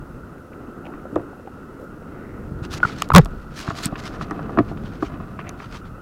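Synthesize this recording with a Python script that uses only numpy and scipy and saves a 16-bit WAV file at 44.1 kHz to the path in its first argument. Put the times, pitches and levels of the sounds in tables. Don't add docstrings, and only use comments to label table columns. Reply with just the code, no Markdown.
import sys
import numpy as np
from scipy import signal
from scipy.fft import rfft, irfft, next_fast_len
from scipy.io import wavfile
from scipy.ndimage import uniform_filter1d

SR = 44100
rng = np.random.default_rng(int(sys.argv[2]) if len(sys.argv) > 2 else 0)


def store_pcm(level_fs):
    pcm = np.round(np.clip(level_fs, -1, 1) * 32767).astype(np.int16)
    wavfile.write(sys.argv[1], SR, np.atleast_2d(pcm).T)


N = 265173
TIME = np.arange(N) / SR


def amp(db):
    return 10 ** (np.asarray(db) / 20)


def unit(x):
    return x / np.sqrt(np.mean(x ** 2) + 1e-20)


def level(curve):
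    return amp(np.interp(TIME, *np.transpose(curve)))


def swell(middle_s, half_s):
    return np.exp(-((TIME - middle_s) / half_s) ** 2 / 2)


def add(mix, start_s, sound):
    part = mix[max(round(start_s * SR), 0):][:len(sound)]
    part += sound[:len(part)]


def cut(x, hz, kind, order):
    sos = signal.butter(order, min(hz, SR / 2 - 1), kind, fs=SR, output="sos")
    return signal.sosfilt(sos, x)


def colour(x, points, tilt_db=0):
    size = next_fast_len(len(x))
    octave = np.log2(np.fft.rfftfreq(size, 1 / SR) + 1)
    hz, db = np.transpose(points)
    gain = amp(np.interp(octave, np.log2(hz), db) + tilt_db * octave)
    return unit(irfft(rfft(x, size) * gain, size)[:len(x)])


def churn(patchy_db, size):
    real, imag, patches = rng.standard_normal((3, N // 128 + 5, 257))
    patches = uniform_filter1d(patches, size, 0)
    patches = unit(uniform_filter1d(patches, size=5, axis=1))
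    spectrum = (real + 1j * imag) * amp(patchy_db * patches)
    return signal.istft(spectrum.T, nperseg=512, noverlap=384)[1][:N]


def grains(per_s, spread_db):
    struck = rng.random(N) < per_s / SR
    sign = rng.choice([-1, 1], N)
    return struck * sign * amp(spread_db * np.minimum(rng.exponential(1, N), 3))


def rings(rows, rough):
    out, t = np.zeros(N), TIME[:SR // 10]
    ms = 1000 * t
    for s, db, hz, rise, decay in rows:
        scuff = cut(rng.standard_normal(len(t)), hz / 2, "high", order=1)
        scuff = unit(cut(scuff, 0.96 * hz, "low", order=3))
        tone = np.sin(2 * np.pi * hz * t) + rough * np.exp(-rise ** 2 / 2) * scuff
        envelope = (1 - np.exp(-ms / rise)) ** 2 * np.exp(-ms / decay)
        add(out, s, amp(db) * envelope * tone)
    return out


# (strongest at [s], half length [s], level [dB])
GUST_SWELLS = [(0.082, 0.11, -37), (2.48, .22, -35.5), (3.16, .15, -33.5), (4.5, 0.6, -34.5),
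               (5.7, 0.5, -42.5)]
# (frequency [Hz], density [dB per Hz])
WIND_SPECTRUM = [(12, -14), (35, 4), (55, -2.5), (85, -2), (150, -3), (220, -6.5), (400, -39),
                 (1000, -65.5)]
# (middle [s], peak [dB], pitch [Hz])
LOW_PUSHES = [(2.45, -22, 90), (2.521, -18.5, 125), (2.623, -18.5, 98.4), (2.75, -20, 102),
              (2.854, -14.5, 130), (3.125, -15, 92), (3.151, 3, 66), (3.689, -14.5, 135),
              (3.863, -11.5, 172), (3.93, -17, 146)]
BREEZE_DB, BREEZE_TILT_DB = -50, 3


def wind():
    eddies = churn(patchy_db=3.0, size=10)
    gusts = sum(amp(db) * swell(s, half) for s, half, db in GUST_SWELLS)
    breeze = amp(BREEZE_DB) * colour(eddies, WIND_SPECTRUM, BREEZE_TILT_DB)
    out = breeze + gusts * colour(eddies, WIND_SPECTRUM)
    for s, db, hz in LOW_PUSHES:
        turns = np.arange(-2, 2, hz / SR)
        push = np.cos(2 * np.pi * turns) * np.exp(-(turns / 0.5) ** 2)
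        add(out, s - 2 / hz, amp(db) * push)
    return out


# (time [s], level [dB])
SLOSH_LEVEL = [(0.0, -43.5), (1.24, -40), (1.42, -44.5), (2.88, -38.5), (3.45, -45.5), (4.55, -37),
               (4.75, -39.5), (6.01, -48)]
# (frequency [Hz], density [dB per Hz])
SLOSH_SPECTRUM = [(40, -2), (120, -3.5), (290, 1.5), (450, -4.5), (600, -11), (800, -16.5), (1100, -18.5),
                  (1600, -21.5), (3000, -49.5), (6000, -106)]
# (frequency [Hz], density [dB per Hz])
SEA_SPECTRUM = [(200, -3.5), (900, -7), (1130, -2), (1300, 8.5), (1460, 7), (1700, -15), (1950, -9.5),
                (2250, -24), (2650, -12.5), (3300, -26.5), (4300, -29), (5500, -86.5)]
# (time [s], level before rise and decay [dB], ring [Hz], decay [ms])
AIR_GLUGS = [(1.054, -18, 560, 2), (1.160, -17.5, 488, 14), (1.162, -18.5, 351, 13.5),
             (1.331, -24.5, 760, 2.4), (1.472, -24, 777, 5.5)]
SLOSH_LIFT_DB, SEA_DB, BUBBLES_DB = 3.0, -47.5, -56
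GLUG_RISE_MS = 0.73
LAP_DB, LAP_HZ = 1.0, 7.1


def water():
    slosh = level(SLOSH_LEVEL) * colour(churn(patchy_db=0.5, size=16), SLOSH_SPECTRUM) * amp(SLOSH_LIFT_DB)
    wash = amp(SEA_DB) * colour(churn(patchy_db=1.3, size=24), SEA_SPECTRUM)
    t, bubbles = TIME[:SR // 25], np.zeros(N)
    for hz in np.geomspace(450, 2900, num=14):
        pop = np.sin(2 * np.pi * hz * t * (1 + 2 * t)) * np.exp(-hz * t / 1.8) / hz
        bubbles += signal.oaconvolve(grains(per_s=5, spread_db=5.5), pop)[:N]
    glugs = rings([(s, db, hz, GLUG_RISE_MS, decay) for s, db, hz, decay in AIR_GLUGS], rough=1.0)
    lapping = amp(LAP_DB * unit(cut(rng.standard_normal(N), LAP_HZ, "low", order=2)))
    return lapping * (slosh + wash) + glugs + amp(BUBBLES_DB) * unit(bubbles)


# (middle [s], half length [s], level [dB], centre [Hz])
SMALL_SPLASHES = [(0.535, 0.0037, -50.5, 2570), (0.861, 0.009, -46, 2590), (0.878, 0.028, -42, 826),
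                  (1.167, 0.053, -42, 514), (1.824, 0.035, -40, 520), (2.28, 0.13, -55, 1950),
                  (5.4, 0.011, -41.5, 2560), (5.478, 0.018, -44, 2330)]


def splashes():
    out, fizz = np.zeros(N), grains(per_s=2800, spread_db=9.5)
    for s, half, db, hz in SMALL_SPLASHES:
        near = abs(TIME - s) < 3 * half
        band = [(hz / 2, -22), (hz * 0.74, -2), (hz * 1.06, 0), (hz * 1.41, -19), (hz * 4, -45)]
        out[near] += amp(db) * colour(fizz[near], band) * swell(s, half)[near]
    return out


# (time [s], level before rise and decay [dB], ring [Hz], decay [ms])
CASE_RINGS = [(2.803, -10, 1410, 0.91), (2.830, 6, 1438, 3.96), (2.849, 1.5, 1357, 2.9),
              (2.896, -17, 1360, 2.4), (3.020, -3.5, 1200, 2.3), (3.1028, 7, 1056, 1.05),
              (3.1178, 1, 1280, 2.25), (3.137, 1, 1035, 4.4), (3.149, 24, 1196, 1.32),
              (3.1599, 30, 1102, 3.42), (3.1814, 30.5, 1588, 1.13)]
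# (time [s], level before decay [dB], centre [Hz])
DRY_TICKS = [(1.158, -37, 3770), (3.0213, -19, 7440), (3.022, -11, 2890), (3.089, -31.5, 7000),
             (3.136, -25, 11550), (3.248, -30, 7800), (3.258, -30.5, 3970), (3.857, -14, 8200),
             (4.3098, -36.5, 6100), (5.4923, -24, 6600)]
# (middle [s], half length [s], level [dB])
SKIN_RUBS = [(2.647, 0.011, -38), (2.738, 0.018, -33.5), (2.777, .006, -35.5), (2.882, 0.041, -39),
             (3.005, 0.03, -38), (3.142, 0.0045, -29.5), (3.199, 0.026, -40), (3.526, 0.012, -46.5),
             (3.599, 0.026, -34), (3.692, 0.033, -40), (3.783, 0.021, -35.5), (3.848, 0.017, -30),
             (3.994, 0.0091, -37), (4.061, .027, -38), (4.145, 0.015, -42), (4.223, .015, -40),
             (4.695, 0.017, -45), (4.863, .025, -45), (4.95, .028, -46), (5.047, 0.023, -41),
             (5.632, 0.03, -43.5), (5.75, .028, -40), (5.865, 0.014, -47)]
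# (frequency [Hz], density [dB per Hz])
SKIN_SPECTRUM = [(300, -3.5), (1300, 14), (2000, 8), (3200, 4), (4400, 3), (6600, -4.5), (8000, -11),
                 (11000, -18), (16000, -27.5)]
RING_RISE_SHARE = 0.43
TICK_DECAY_S = 0.001
RUB_TILT_DB, RUB_USUAL_DB = 1, -38
RUB_TILT_PER_DB = 0.47
RESTLESS_S, RESTLESS_HALF_S, RESTLESS_DB = 4.04, 1, -58


def case_and_fingers():
    out = rings([(s, db, hz, RING_RISE_SHARE * decay, decay) for s, db, hz, decay in CASE_RINGS], rough=0.51)

    grip = amp(2.2 * unit(cut(rng.standard_normal(N), 90, "low", order=2)))
    grit = 1.03 * unit(grains(per_s=1500, spread_db=1.5))
    friction = grip * (unit(churn(patchy_db=4.0, size=12)) + grit)
    creep = colour(grains(per_s=500, spread_db=3.5), SKIN_SPECTRUM)
    out += amp(RESTLESS_DB) * swell(RESTLESS_S, RESTLESS_HALF_S) * creep
    for s, half, db in SKIN_RUBS:
        near = abs(TIME - s) < 3 * half
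        stroke = np.exp(-abs((TIME[near] - s) / half) ** 2.22 / 2)
        tilt_db = RUB_TILT_DB + RUB_TILT_PER_DB * (db - RUB_USUAL_DB)
        out[near] += amp(db) * stroke * colour(friction[near], SKIN_SPECTRUM, tilt_db)

    t = TIME[:SR // 16]
    for s, db, hz in DRY_TICKS:
        band = [(hz / 4, -20), (hz * 0.8, -9), (hz, 0), (hz * 1.06, -12),
                (hz * 1.5, -20), (hz * 1.63, -11), (hz * 2, -24), (hz * 4, -44)]
        snap = colour(rng.standard_normal(len(t)), band)
        add(out, s, amp(db) * snap * np.exp(-t / TICK_DECAY_S))
    return out


BUMP_S, BUMP_DB, BUMP_RISE_S, BUMP_FALL_S = 3.1775, 19.5, 0.0135, 0.011
BUMP_SLACK_HZ, BUMP_TAUT_HZ = 133.6, 188.4
BUMP_TAIL_DB, BUMP_TAIL_T60_S = -4.5, 0.12
RATTLE_DB, RATTLE_HZ = -1.5, 600
RUMBLE_DB, RUMBLE_HZ, RUMBLE_T60_S = -17, 60, 0.67


def bump():
    t = TIME - BUMP_S
    after = t >= 0
    force = swell(BUMP_S, np.where(t < 0, BUMP_RISE_S, BUMP_FALL_S))
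    tail = after * amp(BUMP_TAIL_DB - 60 * abs(t) / BUMP_TAIL_T60_S)
    pitch_hz = BUMP_SLACK_HZ + (BUMP_TAUT_HZ - BUMP_SLACK_HZ) * force ** 0.7
    turns = np.cumsum(pitch_hz) / SR
    turns_at_bump = np.interp(BUMP_S, TIME, turns)
    shudder = (amp(BUMP_DB) * force + tail) * np.sin(2 * np.pi * (turns_at_bump - turns))
    rattle = force * amp(RATTLE_DB) * unit(cut(rng.standard_normal(N), RATTLE_HZ, "low", order=2))
    settle = swell(BUMP_S, BUMP_RISE_S) * (t < 0) + after * amp(-60 * abs(t) / RUMBLE_T60_S)
    rumble = amp(RUMBLE_DB) * settle * unit(cut(rng.standard_normal(N), RUMBLE_HZ, "low", order=3))
    return shudder + rattle + rumble


# (frequency [Hz], relative level [dB], t60 at a length of one [s])
HULL_MODES = [(117.4, 2.5, 0.14), (168, -20, .08), (253, 4.5, 0.051), (299, 6.5, 0.085),
              (396.3, -8.5, 0.15), (486, -17, 0.052), (612, -1.5, 0.055), (682, -2, 0.099),
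              (782.4, -10, 0.13), (982, -9, 0.078), (1063, -6, 0.064), (1160, -1, 0.057),
              (1266, -2.5, 0.057), (1418, -2.5, 0.03), (1704, -3, 0.031), (1906, -9, 0.051),
              (2320, -18, 0.028), (2593, -2.5, 0.018), (3070, -35, 0.025)]


def hull_ring(length):
    t = TIME[:SR // 4]
    hz, db, t60 = np.transpose(HULL_MODES)[:, :, None]
    modes = amp(db - 60 * t / (t60 * length)) * np.sin(2 * np.pi * (hz * t + rng.random(hz.shape)))
    rattle = cut(rng.standard_normal(len(t)), 2400, "low", order=1) * amp(3 - 60 * t / (0.078 * length))
    contact = 1 - np.exp(-t / 0.00035)
    return (modes.sum(0) + rattle) * contact


def blow(low_hz, high_hz):
    x = cut(hull_ring(length=0.72), high_hz, "low", order=3)
    x = cut(x, low_hz, "high", order=2)
    return x / abs(x).max()


# (time [s], slap peak [dB], slap centre [Hz], thud peak relative to the slap [dB])
HULL_KNOCKS = [(.936, -31, 1400, -10), (1.127, -23, 304, -2), (1.149, -22, 240, -3),
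               (1.159, -14.5, 1000, -0.5), (1.196, -27, 700, -8), (3.161, 2.5, 400, -5),
               (3.257, -23, 950, -17), (3.678, -16, 1240, -7.5), (3.704, -16, 1100, -25),
               (3.925, -21, 800, -6), (3.956, -23, 2300, -15), (4.211, -18.5, 1440, -11),
               (4.31, -15.5, 1140, -6), (4.391, -20.5, 1080, -10), (4.493, -22, 1000, -16),
               (4.5735, -7.5, 1080, -1), (4.586, -4, 1370, 0), (4.601, -13, 340, 6), (4.713, -24, 690, 1),
               (4.772, -32.5, 2400, -13), (5.0246, -12.5, 770, -1), (5.201, -29.5, 900, -5),
               (5.390, -20.5, 1630, -9), (5.601, -25, 1540, -27), (5.748, -28, 1500, -6)]
# (start [s], length [s], level [dB])
FISH_PULLS = [(3.61, 0.95, -39.5), (5.062, 0.097, -36), (5.408, 0.067, -42)]
SLAP_SPREAD = 1.34
THUD_LOW_HZ, THUD_HIGH_HZ, THUD_LAG_S = 205, 430, 0.00248
PULL_ATTACK_S, PULL_RELEASE_S = 0.049, 0.12


def hull():
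    out = np.zeros(N)
    for s, db, hz, thud_db in HULL_KNOCKS:
        add(out, s, amp(db) * blow(hz / SLAP_SPREAD, hz * SLAP_SPREAD))
        add(out, s + THUD_LAG_S, amp(db + thud_db) * blow(THUD_LOW_HZ, THUD_HIGH_HZ))
    drag = np.zeros(N)
    for s, length, db in FISH_PULLS:
        attack = np.clip((TIME - s) / PULL_ATTACK_S, 0, 1)
        release = np.exp(-np.maximum(TIME - s - length, 0) / PULL_RELEASE_S)
        drag += amp(db) * attack * release
    slips = signal.oaconvolve(grains(per_s=240, spread_db=2.0), hull_ring(length=0.8))[:N]
    slips = cut(cut(slips, 380, "high", order=1), 2170, "low", order=2)
    return out + drag * unit(slips)


def scene():
    return (wind() + water() + splashes() + case_and_fingers() + bump() + hull())[None]


HISS_DB = -65.5
OVERLOAD = 0.74
EDGE_HZ = 16100


def record(dry):
    hiss = colour(rng.standard_normal(N), [(500, 1.0), (5000, 8.5), (16000, 2.0)])
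    x = dry + amp(HISS_DB) * hiss
    clipped = x / (1 + abs(x / OVERLOAD) ** 10) ** (1 / 10)
    coupled = cut(clipped, 22, "high", order=1)
    band_limit = signal.firwin(127, EDGE_HZ, window=("kaiser", 9), fs=SR)
    return signal.oaconvolve(coupled, band_limit[None], "same")


dry = scene()
out = record(dry)
store_pcm(out)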